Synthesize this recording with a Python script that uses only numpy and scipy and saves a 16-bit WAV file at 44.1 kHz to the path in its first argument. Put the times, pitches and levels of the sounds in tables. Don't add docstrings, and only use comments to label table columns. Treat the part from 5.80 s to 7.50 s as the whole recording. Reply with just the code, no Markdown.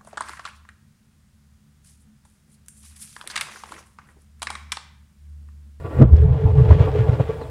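import sys
import numpy as np
from scipy.fft import rfft, irfft, next_fast_len
from scipy.io import wavfile
from scipy.ndimage import uniform_filter1d, map_coordinates

SR = 44100
rng = np.random.default_rng(int(sys.argv[2]) if len(sys.argv) > 2 else 0)


def unload_audio(sound):
    columns = np.transpose(np.atleast_2d(sound))
    steps = np.round(np.clip(columns, -1, 1) * 32767)
    wavfile.write(sys.argv[1], SR, steps.astype(np.int16))


N = 74970


def amp(db):
    return 10 ** (np.asarray(db) / 20)


def unit(x):
    return x / np.sqrt(np.mean(x ** 2) + 1e-20)


def clock():
    return np.arange(N) / SR


def curve(rows):
    return np.interp(clock(), *np.transpose(rows))


def wobble(rate):
    knots = rng.standard_normal(4096)
    return map_coordinates(knots, [clock() * rate + 2], mode="wrap")


def filtered(x, gain):
    m = next_fast_len(N + SR // 4)
    spectrum = rfft(x, m) * gain(np.fft.rfftfreq(m, 1 / SR))
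    return irfft(spectrum, m)[:N]


def swell(s, rise, fall):
    t = clock() - s
    return np.exp(np.minimum(t / rise, -t / fall))


def hump(s, half):
    return np.exp(-np.abs((clock() - s) / half) ** 2.28)


def heave(s, hz, half):
    return np.cos(2 * np.pi * hz * (clock() - s)) * hump(s, half)


def sustained(x, size):
    power = np.abs(uniform_filter1d(x ** 2, size=size))
    return unit(x / np.sqrt(power + 0.28))


# pitch_hz, lift_db
BOX_MODES = [(200, -10), (330, 5), (375, -9), (635, -3.5), (772, 4), (875, 9.5), (1005, 10.5), (1145, 13.5),
             (1255, 7), (1300, -16.5), (1382, 11), (1433, 7.5), (1510, 0.5), (1645, 6.5), (1710, 1),
             (1772, -3.5), (1877, 12.5), (2116, 5), (2215, -11), (2298, 6), (2480, 8), (2885, 5.5),
             (3252, -3.5), (3359, 13), (4296, -5.5), (4867, 10), (5432, 12.5), (6934, 11)]
BOX_WIDTH_HZ = 8.8
BOX_RIPPLE_DB, BOX_RIPPLE_HZ = 1.8, 22


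def box_db(f):
    ripple = map_coordinates(rng.standard_normal(4096), [f / BOX_RIPPLE_HZ], mode="wrap")
    modes = sum(lift / (1 + ((f - centre) / BOX_WIDTH_HZ) ** 2) for centre, lift in BOX_MODES)
    return modes + BOX_RIPPLE_DB * ripple


def noise(colour, boxed=True):
    hz, db = np.transpose(colour)

    def gain(f):
        colour_db = np.interp(np.log(f + 1), np.log(hz), db)
        return amp(colour_db + (box_db(f) if boxed else 0))

    return unit(filtered(rng.standard_normal(N), gain))


HUM_HZ, HUM_DB = 84.2, -38.5
# start_s, level_db
HISS_LEVEL = [(0, -62.5), (.222, -58), (.235, -73.5), (.31, -68), (.36, -64.5), (.52, -69.5), (.8, -62),
              (1.2, -60), (1.7, -60)]
# pitch_hz, relative_db
HISS_COLOUR = [(1000, 5), (5000, 7), (6200, 0), (7500, 6.5), (8700, 4.5), (9200, 1), (9550, 7), (10000, 0),
               (12000, -1.5), (16000, -1)]


def background():
    phase = 2 * np.pi * HUM_HZ * clock() + 1.2 * wobble(5.1)
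    hum = amp(HUM_DB) * unit(np.sin(phase))
    return hum + amp(curve(HISS_LEVEL)) * noise(HISS_COLOUR, boxed=False)


SQUEAK_S, SQUEAK_HZ, SQUEAK_OCT_PER_S = 1.632, 3970, -11
SQUEAK_HALF_S, SQUEAK_DB = 0.016, -54.5


def squeak():
    t = clock() - SQUEAK_S
    glide_hz = SQUEAK_HZ * 2 ** (SQUEAK_OCT_PER_S * np.clip(t, -.05, .05))
    hz = glide_hz + 260 * wobble(2700)
    tone = unit(np.sin(2 * np.pi * np.cumsum(hz) / SR))
    return amp(SQUEAK_DB) * swell(SQUEAK_S, SQUEAK_HALF_S, SQUEAK_HALF_S) * tone


# start_s, level_db, pitch_hz (centre of the band)
CRACKLE_EVENTS = [(.326, -55, 4950), (0.333, -54, 5540), (.365, -46.5, 4500), (0.369, -52.5, 4560),
                  (0.418, -57.5, 8100), (1.055, -52.5, 10840)]
CRACKLE_FALL_S, CRACKLE_OCTAVES = .003, .4


def crackles():
    out = np.zeros(N)
    for s, db, hz in CRACKLE_EVENTS:
        def band_gain(f):
            octaves = np.log2((f + 1) / hz)
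            return 1 / (1 + (octaves / CRACKLE_OCTAVES) ** 2)

        band = unit(filtered(rng.standard_normal(N), band_gain))
        out += amp(db) * swell(s, 0.00015, CRACKLE_FALL_S) * band
    return out


# start_s, level_db
FLUTTER_LEVEL = [(0, -43), (.05, -28), (.1, -42.5), (.135, -31), (.17, -20.5), (.25, -11), (.3, -18),
                 (.43, -15), (.53, -16), (.605, -24.5), (.7, -16), (.87, -14.5), (.95, -14.5), (1.1, -22),
                 (1.2, -21.5), (1.36, -27), (1.46, -32), (1.7, -36.5)]
# pitch_hz, relative_db
FLUTTER_COLOUR = [(20, -26.5), (42, -19), (54, -2.5), (78, 5.5), (100, -0.5), (135, 1.5), (164, -5),
                  (188, -28), (300, -33.5), (500, -22.5), (1500, -99)]
# peak_s, peak_db, pitch_hz, half_length_s
THUMP_EVENTS = [(.339, 2.5, 74.4, 0.015), (0.417, -10.5, 78, 0.031), (0.458, -4, 105, .008),
                (.511, -2.5, 98.6, 0.0055), (.644, -10, 134, 0.0062), (.66, -2.5, 100, 0.0067),
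                (0.784, -7.5, 128.5, 0.016), (.815, -6.5, 122.4, 0.021), (0.919, 2.5, 85.3, 0.013),
                (1.01, 0.5, 104.6, 0.0077), (1.207, -10.5, 115, 0.016), (1.296, -3, 111, 0.007),
                (1.337, -12.5, 122, 0.017), (1.408, -7, 120.6, 0.0069), (1.496, -16.5, 122, 0.0063)]
# peak_s, level_db, fall_s
PUFF_EVENTS = [(0.048, -33, 0.036), (.281, -35.5, 0.026), (0.525, -31.5, 0.027), (0.78, -31, 0.049),
               (0.91, -16, 0.017), (1.008, -21.5, 0.042), (1.076, -23, 0.0098), (1.158, -21, 0.0062),
               (1.283, -22, 0.021), (1.401, -19, 0.014), (1.494, -26.5, 0.014), (1.558, -33.5, 0.01),
               (1.618, -28.5, 0.0068)]
# pitch_hz, relative_db
PUFF_COLOUR = [(100, -21.5), (220, -1.5), (370, -6.5), (440, 14.5), (540, 3), (800, -8.5), (1400, -18.5),
               (2200, -32), (3600, -38), (6000, -64.5), (16000, -83)]
PUFF_RISE_S = 0.0042


def bag():
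    flutter = amp(curve(FLUTTER_LEVEL)) * sustained(noise(FLUTTER_COLOUR, boxed=False), size=1200)
    thumps = sum(amp(db) * heave(s, hz, half) for s, db, hz, half in THUMP_EVENTS)
    puff_envelope = sum(amp(db) * swell(s, PUFF_RISE_S, fall) for s, db, fall in PUFF_EVENTS)
    puffs = puff_envelope * sustained(noise(PUFF_COLOUR), size=500)
    return flutter + thumps + puffs


# start_s, level_db (before the flicker)
NOTE_LEVEL = [(0, -61), (.35, -42.5), (.39, -33.5), (.45, -28), (.5, -37), (.57, -44.5), (.61, -25),
              (.715, -32), (.745, -32.5), (.79, -23.5), (.86, -30), (.92, -28.5), (1.08, -30),
              (1.11, -31.5), (1.17, -25), (1.3, -29.5), (1.37, -42), (1.41, -31), (1.46, -46), (1.5, -25.5),
              (1.54, -42), (1.7, -42)]
# pitch_hz, relative_db
NOTE_COLOUR = [(330, -49), (395, -33.5), (418, 1), (436, 9), (462, -3), (495, -13), (550, -37.5),
               (700, -72.5)]
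NOTE_FLICKER_DB, NOTE_FLICKER_RATE = 1.8, 55


def vent_note():
    level_db = curve(NOTE_LEVEL) + NOTE_FLICKER_DB * wobble(NOTE_FLICKER_RATE)
    return amp(level_db) * sustained(noise(NOTE_COLOUR, boxed=False), size=1800)


POP_S = .221
# start_s, level_db (before the lift and roughness below)
JET_LEVEL = [(0.26, -54.5), (0.304, -62), (0.364, -50), (0.48, -54), (0.64, -48), (0.76, -52), (0.78, -47),
             (0.88, -45), (0.896, -41), (0.928, -37.5), (0.972, -46.5), (1.01, -38.5), (1.106, -47),
             (1.206, -41), (1.214, -42.5), (1.274, -50.5), (1.294, -44.5), (1.306, -49), (1.342, -43),
             (1.386, -51.5), (1.406, -42), (1.438, -49), (1.486, -47.5), (1.7, -55)]
# pitch_hz, relative_db
JET_COLOUR = [(150, -13), (230, -5.5), (370, 1), (480, 2.5), (700, -7.5), (1000, -13), (1500, -14),
              (2000, -16), (3000, -20.5), (4000, -27.5), (5000, -34.5), (7000, -39), (10000, -55.5),
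              (16000, -64.5)]
JET_LIFT_DB, JET_ROUGH_DB = 10, 1
GRAIN_DB, GRAIN_RATE = 2.2, 450
# start_s, level_db (before the roughness)
GUSH_LEVEL = [(.26, -38.5), (.33, -47), (.46, -40.5), (.5, -37.5), (.6, -39.5), (.66, -38), (.74, -39.5),
              (.8, -37.5), (.92, -38.5), (.97, -41), (1.07, -39), (1.25, -41), (1.38, -39), (1.45, -47),
              (1.7, -43.5)]
# pitch_hz, relative_db
GUSH_COLOUR = [(190, -16), (250, 7.5), (380, -0.5), (500, 1.5), (650, 5.5), (900, -4), (1150, -9),
               (1500, -28.5), (4000, -49)]
GUSH_ROUGH_DB = 4


def jet():
    opened = np.clip((clock() - POP_S) / 0.017, 0, 1)
    roughness_db = JET_ROUGH_DB * wobble(90)
    sputter_db = GRAIN_DB * wobble(GRAIN_RATE)
    rush = amp(curve(JET_LEVEL) + JET_LIFT_DB + roughness_db + sputter_db) * noise(JET_COLOUR)
    gush = amp(curve(GUSH_LEVEL) + GUSH_ROUGH_DB * wobble(45)) * noise(GUSH_COLOUR)
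    return opened * (rush + gush)


# start_s, level_db
LEAK_LEVEL = [(0, -42), (.035, -42), (.062, -31.5), (.088, -42.5), (.11, -33.5), (.16, -34.5), (.2, -27),
              (.25, -44.5), (.3, -42.5), (.38, -73)]
# pitch_hz, relative_db
LEAK_COLOUR = [(100, -12.5), (200, -5.5), (320, 3.5), (550, 3), (800, -8.5), (1200, -13.5), (2000, -19.5),
               (3200, -28.5), (5000, -45.5), (16000, -70)]
# pitch_hz, relative_db
POP_COLOUR = [(35, -10.5), (60, -7), (160, 3.5), (195, -2), (240, 7), (300, -1.5), (450, -12), (650, -15),
              (900, -35), (1250, -24.5), (2000, -48), (4000, -62.5), (16000, -104)]
POP_DB, POP_HALF_S = -8.5, 0.024
# pitch_hz, relative_db
OVERLOAD_COLOUR = [(200, -16.5), (650, -2), (1200, 1.5), (2000, -17), (4000, -27), (8000, -37),
                   (16000, -51.5)]
OVERLOAD_S, OVERLOAD_DB, OVERLOAD_FALL_S = .2235, -17.5, 0.002
BOOM_S, BOOM_DB, BOOM_HZ, BOOM_HALF_S = .2243, 1.5, 131.2, .01


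def burst():
    leak = amp(curve(LEAK_LEVEL)) * noise(LEAK_COLOUR)
    pop_noise = sustained(noise(POP_COLOUR, boxed=False), size=500)
    pop = amp(POP_DB) * hump(POP_S, POP_HALF_S) * pop_noise
    overload = amp(OVERLOAD_DB) * swell(OVERLOAD_S, .0007, OVERLOAD_FALL_S) * noise(OVERLOAD_COLOUR)
    boom = amp(BOOM_DB) * heave(BOOM_S, BOOM_HZ, BOOM_HALF_S)
    return leak + pop + overload + boom


def scene():
    return (burst() + jet() + vent_note() + bag() + crackles() + squeak() + background())[None]


TOP_HZ = 15800


def record(dry):
    clipped = np.clip(dry[0], -1, 1)
    return filtered(clipped, lambda f: f < TOP_HZ)[None]


dry = scene()
out = record(dry)
unload_audio(out)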